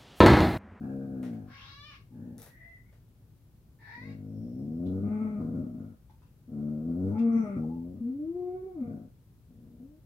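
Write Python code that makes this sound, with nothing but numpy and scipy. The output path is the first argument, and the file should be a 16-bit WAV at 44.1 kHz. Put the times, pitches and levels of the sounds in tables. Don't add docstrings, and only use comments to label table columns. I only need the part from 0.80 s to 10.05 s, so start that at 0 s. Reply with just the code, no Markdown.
import sys
import numpy as np
from scipy import signal
from scipy.fft import rfft, irfft
from scipy.io import wavfile

SR = 44100
rng = np.random.default_rng(int(sys.argv[2]) if len(sys.argv) > 2 else 0)


def file_out(sig):
    cols = np.atleast_2d(sig).T
    lim = np.clip(cols, -1, 1)
    pcm = np.round(lim * 32767).astype(np.int16)
    wavfile.write(sys.argv[1], SR, pcm)


N = 407925

# start and length in seconds, first and last pulse rate in Hz, middle and
# width of the turn between them as shares of the length, base level in dB, fade-in and fade-out in
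# seconds, mouth level and its mid-growl change in dB, roughness from 0 to 1, and the factor by which
DOG_GROWLS = [ (0.0, 0.75, 67.9, 44.37, 0.73, .14, -36.5, 0.0058, 0.18, -26.5, -9, .2, 1.153),
              (1.3, 0.33, 60.77, 53.8, 0.81, .12, -39.5, .18, 0.23, -28, -11, 0.67, 1.27),
              (3.15, 1.17, 51.68, 101.7, .63, .1, -39.5, 0.2, .04, -28.5, -22, 0.26, 1),
              (4.301, 0.34, 103.6, 84.8, 0.57, 0.095, -46, 0.019, .02, -22, 1.5, .9, .95),
              (4.579, 0.58, 80.9, 50.23, 0.53, 0.059, -34, 0.0076, 0.18, -29, -7, .62, 0.99),
              (5.671, 0.72, 72.43, 110.2, .73, 0.15, -34, .13, 0.099, -33.5, -7.5, .18, .99),
              (6.75, 0.47, 78.23, 102.2, 0.74, .2, -29.5, 0.022, 0.6, -34, -12.5, 0.17, .9),
              (8.051, 0.25, 61.3, 46.94, .55, 0.16, -37, .01, 0.22, -37, 4.5, 0.89, 1.06),
              (8.68, 0.39, 57.27, 65.5, 0.42, 0.18, -53.5, 0.038, 0.046, -43, 1, .9, 1.05), ]
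# time in seconds, pitch in Hz, base levels of voice and mouth in dB.
DOG_HOWLS = [
    [(4.22, 199.6, -26.5, -73.5), (4.27, 206.2, -27.5, -62), (4.45, 218.6, -29.5, -59),
     (4.56, 207.6, -28.5, -62.5), (4.61, 209, -31.5, -71)],
    [(6.32, 203.6, -34, -68.5), (6.37, 223.5, -28, -60.5), (6.405, 228.6, -20.5, -59.5),
     (6.49, 231.2, -22.3, -57), (6.61, 222.5, -24.5, -55), (6.66, 205.7, -32.5, -54),
     (6.78, 189.2, -35.5, -61.5)],
    [(7.2, 239.5, -31.5, -91.5), (7.245, 230.3, -29, -83.5), (7.35, 275.6, -30.5, -88),
     (7.55, 355.4, -33.5, -87.5), (7.7, 363.2, -36, -82.5), (7.86, 378.3, -36.5, -87),
     (7.935, 364.3, -45, -88), (8.025, 237, -28, -72), (8.11, 232.3, -59.5, -73.5)],
    [(8.97, 217, -52, -83), (9.01, 246, -41, -94), (9.08, 287.6, -49, -100), (9.2, 321, -56.5, -103)],
]
# start and length in seconds, first and last pitch in Hz, base level in dB.
NOSE_WHISTLES = [(3.4, .72, 5480, 5390, -85.5), (6.49, .2, 5850, 5820, -74.5)]
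DOG_WHINES = [(6.289, 0.15, 925, 841, -49.5), (6.768, .27, 762, 906, -55)]
# start in seconds, peak in dB, resonance and its width in Hz.
LIP_SMACKS = [(4.057, -58.5, 3440, 448), (5.296, -56, 890, 59.6), (5.298, -73, 2020, 200),
              (5.419, -61, 1040, 120), (5.462, -72, 2710, 300), (6.382, -49, 2230, 594)]
# start and length in seconds, first, turning and last pitch in Hz, share of
# the length before the turn, base level in dB, fade-in and fade-out in seconds, first and last jaw
# resonance in Hz, its shift as the jaw gapes in Hz, and how long the call stays hoarse in seconds.
CAT_MEOWS = [ (0.66, 0.5, 540.4, 604.6, 545.4, 0.82, -52, 0.075, 0.015, 1370, 2490, 2200, .25),
             (1.678, 0.32, 646, 673.3, 656, 0.61, -51.5, .27, .14, 1970, 2000, 0, 0.174),
             (2.041, 0.076, 705, 728, 726, 0.88, -68, 0.036, 0.06, 2150, 2150, 0, 0.036),
             (2.98, 0.36, 446.5, 543, 555, .77, -46.5, 0.18, 0.27, 1640, 2720, -250, 0.177), ]
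# start in seconds, level in dB, snap compared with the knock in dB.
FLOOR_TAPS = [(.429, -48.5, -5), (0.45, -54, -25), (0.532, -60.5, -3), (1.581, -59.5, 14.5),
              (1.599, -60, 12), (1.619, -58.5, 17.5), (1.628, -58.5, 9), (1.655, -66, -6), (1.662, -56, 8),
              (2.126, -63.5, -8)]
# frequency and width in Hz, gain in dB.
STANDING_WAVES = [(105.9, 1.9, 4), (156, 11, -8), (219, 7.4, -15), (468, 4.7, 7.5), (607, 28, -0.5),
                  (729, 8.3, 9), (1066, 12, 10.5)]

# frequency in Hz, relative level in dB.
THROAT_COLOUR = [(50, -33.5), (80, -12.5), (102, 3), (120, -5), (148, 0.5), (190, -0.5), (245, 7.5),
                 (310, -5.5), (380, -15), (460, -20), (540, -20), (620, -28.5), (760, -40), (980, -53),
                 (1500, -74)]
HALF_CLOSED_MUZZLE = [(450, -22.5), (640, 16.5), (720, 4.5), (820, -7), (950, -7), (1150, -2.5), (1420, 1),
                      (1560, -16.5), (1750, -24), (2200, -20), (2700, -39), (8000, -37.5), (15000, -50)]
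OPEN_MUZZLE = [(500, -28), (850, 4.5), (1000, -14.5), (1150, 4), (1350, 5), (1520, -10), (1700, -23),
               (2100, -5), (2500, -17), (2850, -33), (3350, -37.5), (4300, -43), (9000, -30.5),
               (15000, -48)]
CAT_MOUTH_COLOURS = [
    [(550, -8), (830, 1), (1130, 9.5), (1700, 2), (3700, -5), (5400, -6), (6400, -18.5), (7500, -30)],
    [(660, -3), (1300, -21), (2000, 1), (2600, -22), (8000, -47)],
    [(700, -18), (2100, 2), (2800, -25), (8000, -50)],
    [(480, -3), (950, 11), (1300, -10), (1950, 9.5), (2700, -9.5), (3100, -24), (3750, -7.5), (4600, -6.5),
     (5400, -16), (9000, -27)],
]
KNOCK_COLOUR = [(150, -11), (450, 16.5), (900, 1), (1900, 2.5), (3000, -9.5), (6000, -14.5), (15000, -23)]
SNAP_COLOUR = [(1000, -62), (3500, -9.5), (7000, -10), (11000, -1.5), (15500, -7)]
REVERB_COLOUR = [(240, -21), (380, -15), (550, -6), (1500, 1), (4000, 4), (15000, 1)]
RUMBLE_COLOUR = [(20, -29.5), (58, -4.5), (78, -11), (112, -4), (140, -9.5), (190, -17), (260, -21.5),
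                 (660, -37), (2000, -48), (8000, -53), (12500, -49)]


def growl(row, tremor=.014, sway_db=1.33, jitter=.13, scatter_db=4, gurgle_db=-11, breath_db=3):
    (start_s, length_s, first_hz, last_hz, turn, turn_width, base_db,
     attack_s, release_s, open_db, middle_db, held_rough, lips) = row
    t, edges, progress = call_timeline(start_s, length_s)
    hz = first_hz + (last_hz - first_hz) / (1 + np.exp((turn - progress) / turn_width))
    db = base_db + 7.5 * np.log2(hz / first_hz) + swell(t, attack_s, release_s) + sway_db * wobble(t, 14)
    mouth_db = open_db + 4 + middle_db * np.sin(np.pi * progress)
    cycles = phase_of(hz * (1 + tremor * wobble(t, 25))) / (2 * np.pi)
    beats = np.searchsorted(cycles, np.arange(.1, cycles[-1]))
    settle_s, give_way_s = .05, .09
    unsettled = np.exp(-np.minimum((t - t[0]) / settle_s, (t[-1] - t) / give_way_s) ** 2)
    rough = np.clip(held_rough, .75 * unsettled, 1)
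    timing, strength = rng.standard_normal((len(beats), 2)).T
    shift = (jitter * rough[beats] ** 1.5 * timing * SR / hz[beats]).astype(int)
    pulses = np.zeros(len(t))
    pulses[np.clip(beats + shift, 0, len(t) - 1)] = gain(scatter_db * rough[beats] * strength)
    airflow = signal.lfilter([1], [1, -np.exp(-1 / (.0036 * SR))], pulses)
    puffs = normalize(airflow * rng.standard_normal(len(t)))
    pulses = normalize(pulses)
    throat = ring(pulses + rough * gain(gurgle_db) * puffs, THROAT_COLOUR)
    pressed = resonate(throat, hz=385, width_hz=49) * gain(2 + 25 * np.log2(hz / 108.5))
    throat = even_out(room_corner(throat + pressed))
    muzzle_colour = np.array(HALF_CLOSED_MUZZLE) * [lips, 1]
    muzzle = even_out(ring(pulses + gain(breath_db) * puffs, muzzle_colour))
    return t[0], (throat + gain(mouth_db) * muzzle) * gain(db) * edges


def howl(points, waver=.005, jitter=.008, shimmer_db=1.72, breath_db=-5, echo_s=.0305, echo_db=-19.5):
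    t, edges, hz, db, mouth_db = trace_curves(points)
    phase = phase_of(hz * (1 + waver * wobble(t, 45) + jitter * wobble(t, 260)))
    second = gain((db + mouth_db) / 2 - 2.5) * np.sin(2 * phase)
    third = gain(mouth_db + 4) * np.sin(3 * phase)
    low = gain(db) * np.sin(phase) + room_corner(second + third)
    upper = sum(gain_at(k * hz, OPEN_MUZZLE) * np.sin(k * phase) for k in range(4, 19))
    air = ring(rng.standard_normal(len(t)) * (1 + np.cos(phase)), OPEN_MUZZLE)
    bright = gain(mouth_db - 3) * (even_out(upper) + gain(breath_db) * normalize(air))
    husk = gain(mouth_db + 11) * coloured_noise(len(t), THROAT_COLOUR)
    voice = (low + bright + husk) * gain(shimmer_db * wobble(t, 60)) * edges
    echo = gain(echo_db) * np.interp(t - echo_s, t, voice) * edges
    return t[0], voice + echo


def whistle(row, flutter=.035, trim_db=-3):
    start_s, length_s, first_hz, last_hz, base_db = row
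    t, edges, progress = call_timeline(start_s, length_s)
    hz = first_hz + (last_hz - first_hz) * progress
    tone = np.sin(phase_of(hz * (1 + flutter * wobble(t, 300))))
    tone *= 1 + wobble(t, hz.mean() / 10)
    db = base_db + trim_db + swell(t, attack_s=.36 * length_s, release_s=.86 * length_s)
    return t[0], normalize(tone) * gain(db) * edges


def lip_smack(db, hz, width_hz, decay_s=.0029, size=4000):
    burst = rng.standard_normal(size) * np.exp(-np.arange(size) / SR / decay_s)
    pop = resonate(burst, hz, width_hz)
    return gain(db) * pop / np.abs(pop).max()


def meow(row, mouth_colour, jitter=.0458, half_db=-6, air_db=-13, jaw_db=8, jaw_width_hz=260, trim_db=-7):
    (start_s, length_s, first_hz, turn_hz, last_hz, turn, base_db,
     attack_s, release_s, first_jaw_hz, last_jaw_hz, gape_hz, hoarse_s) = row
    t, edges, progress = call_timeline(start_s, length_s)
    hz = np.interp(progress ** 3, [0, turn ** 3, 1], [first_hz, turn_hz, last_hz])
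    db = base_db + trim_db + swell(t, attack_s, release_s)
    jaw_hz = first_jaw_hz + (last_jaw_hz - first_jaw_hz) * progress
    jaw_hz += gape_hz * np.sin(np.pi * progress) ** 2
    clearing_s, hoarse_end_s = .06, .02
    clear_for_s = np.minimum(t - t[0] - hoarse_s + clearing_s / 2, t[-1] - t - hoarse_end_s)
    rough = np.interp(clear_for_s, [0, clearing_s], [.8, .17])
    phase = phase_of(hz * (1 + jitter * rough * wobble(t, 307.1)))
    voice = 0
    for k in np.arange(1, 14, .5):
        jaw_boost = 1 + gain(jaw_db) / (1 + ((k * hz - jaw_hz) / jaw_width_hz) ** 2)
        share = rough * gain(half_db) if k % 1 else 1
        voice += share * jaw_boost * gain_at(k * hz, mouth_colour) * np.sin(k * phase)
    air = rough * gain(air_db) * coloured_noise(len(t), mouth_colour)
    return t[0], (even_out(voice) + air) * gain(db) * edges


def floor_tap(db, snap_db, knock_s=.025, snap_s=.0017, size=4000):
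    t = np.arange(size) / SR
    knock = coloured_noise(size, KNOCK_COLOUR) * np.exp(-t / knock_s)
    snap = coloured_noise(size, SNAP_COLOUR) * np.exp(-t / snap_s)
    return gain(db) * (knock + gain(snap_db) * snap)


def room_corner(x, echo=.31):
    for gap_samples in (97, 173):
        comb = np.r_[1, np.zeros(gap_samples), -echo]
        x = signal.lfilter(comb[::-1], comb, x)
    return x + sum(gain(db) * resonate(x, hz, width_hz) for hz, width_hz, db in STANDING_WAVES)


def bedroom(x, reverb_db, pan_db, lead_s, reverb_s=.26, size=22000):
    t = np.arange(size) / SR
    decay = gain(-60 * t / reverb_s) * np.clip((t - .003) / .005, 0, 1)
    tails = rng.standard_normal((2, size)) * decay / np.sqrt(np.sum(decay ** 2))
    spill = ring(x, REVERB_COLOUR) * gain(reverb_db)
    delayed = np.interp(np.arange(N) - lead_s * SR, np.arange(N), x)
    walls = np.array([signal.fftconvolve(spill, tail)[:N] for tail in tails])
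    return pan(np.array([x, delayed]) + walls, pan_db)


def room_rumble(db=-56.5, pan_db=2, apart_hz=900):
    hz = np.arange(N // 2 + 1) * SR / N
    mid, side = rfft(rng.standard_normal((2, N))) * gain_at(hz, RUMBLE_COLOUR)
    centre = irfft(mid, N)
    width = irfft(side * (1 - .83 / (1 + (hz / apart_hz) ** 2)), N)
    pair = np.array([centre + width, centre - width]) / np.std(centre)
    return pan(pair * gain(db), pan_db)


def gain(db):
    return 10 ** (np.asarray(db) / 20)


def gain_at(hz, colour):
    known_hz, db = np.transpose(colour)
    return gain(np.interp(np.log(np.maximum(hz, 1)), np.log(known_hz), db))


def ring(x, colour, size=4096):
    cepstrum = irfft(np.log(gain_at(np.arange(size // 2 + 1) * SR / size, colour)))
    cepstrum[1:size // 2] *= 2
    cepstrum[size // 2 + 1:] = 0
    pulse_response = irfft(np.exp(rfft(cepstrum)))
    return signal.fftconvolve(x, pulse_response)[:len(x)]


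def resonate(x, hz, width_hz):
    return signal.lfilter(*signal.iirpeak(hz, hz / width_hz, fs=SR), x)


def coloured_noise(size, colour):
    return normalize(ring(rng.standard_normal(size), colour))


def normalize(x):
    return x / np.sqrt(np.mean(x ** 2))


def even_out(x, size=2600):
    window = np.hanning(size)
    weight = signal.fftconvolve(np.ones(len(x)), window, "same")
    power = signal.fftconvolve(x ** 2, window, "same") / weight
    return x / np.sqrt(np.abs(power) + np.mean(x ** 2) / 1000)


def wobble(t, rate_hz):
    knots = np.arange(t[0], t[-1] + 2 / rate_hz, 1 / rate_hz)
    return normalize(np.interp(t, knots, rng.standard_normal(len(knots))))


def phase_of(hz):
    return 2 * np.pi * np.cumsum(hz) / SR


def swell(t, attack_s, release_s, quiet_db=-17.5):
    fade_in = np.maximum(1 - (t - t[0]) / attack_s, 0) ** 2
    fade_out = np.maximum(1 - (t[-1] - t) / release_s, 0) ** 2
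    return quiet_db * (fade_in + fade_out)


def trace_curves(points, edge_s=.017):
    times, *columns = np.transpose(points)
    t = np.arange(int(times[0] * SR), int(times[-1] * SR)) / SR
    from_edge_s = np.minimum(t - t[0], t[-1] - t)
    edges = np.sin(np.pi / 2 * np.clip(from_edge_s / edge_s, 0, 1)) ** 2
    return t, edges, *(np.interp(t, times, column) for column in columns)


def call_timeline(start_s, length_s):
    return trace_curves([(start_s, 0), (start_s + length_s, 1)])


def pan(pair, db):
    return pair * gain([[db / 2], [-db / 2]])


def add(track, start_s, x):
    i = int(start_s * SR)
    track[i:i + len(x)] += x[:N - i]


def scene():
    dog, cat, floor = np.zeros((3, N))
    for row in DOG_GROWLS:
        add(dog, *growl(row))
    for points in DOG_HOWLS:
        add(dog, *howl(points))
    for row in [*NOSE_WHISTLES, *DOG_WHINES]:
        add(dog, *whistle(row))
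    for start_s, db, hz, width_hz in LIP_SMACKS:
        add(dog, start_s, lip_smack(db, hz, width_hz))
    for row, mouth_colour in zip(CAT_MEOWS, CAT_MOUTH_COLOURS):
        add(cat, *meow(row, mouth_colour))
    for start_s, db, snap_db in FLOOR_TAPS:
        add(floor, start_s, floor_tap(db, snap_db))
    return (bedroom(dog, reverb_db=7, pan_db=2.5, lead_s=.0001)
            + bedroom(cat, reverb_db=5, pan_db=2.5, lead_s=.00005)
            + bedroom(floor, reverb_db=-.5, pan_db=3, lead_s=.00003)
            + room_rumble())


def record(dry):
    cutoff_hz = 15750
    return signal.sosfilt(signal.ellip(10, .2, 80, cutoff_hz, fs=SR, output="sos"), dry)


dry = scene()
out = record(dry)
file_out(out)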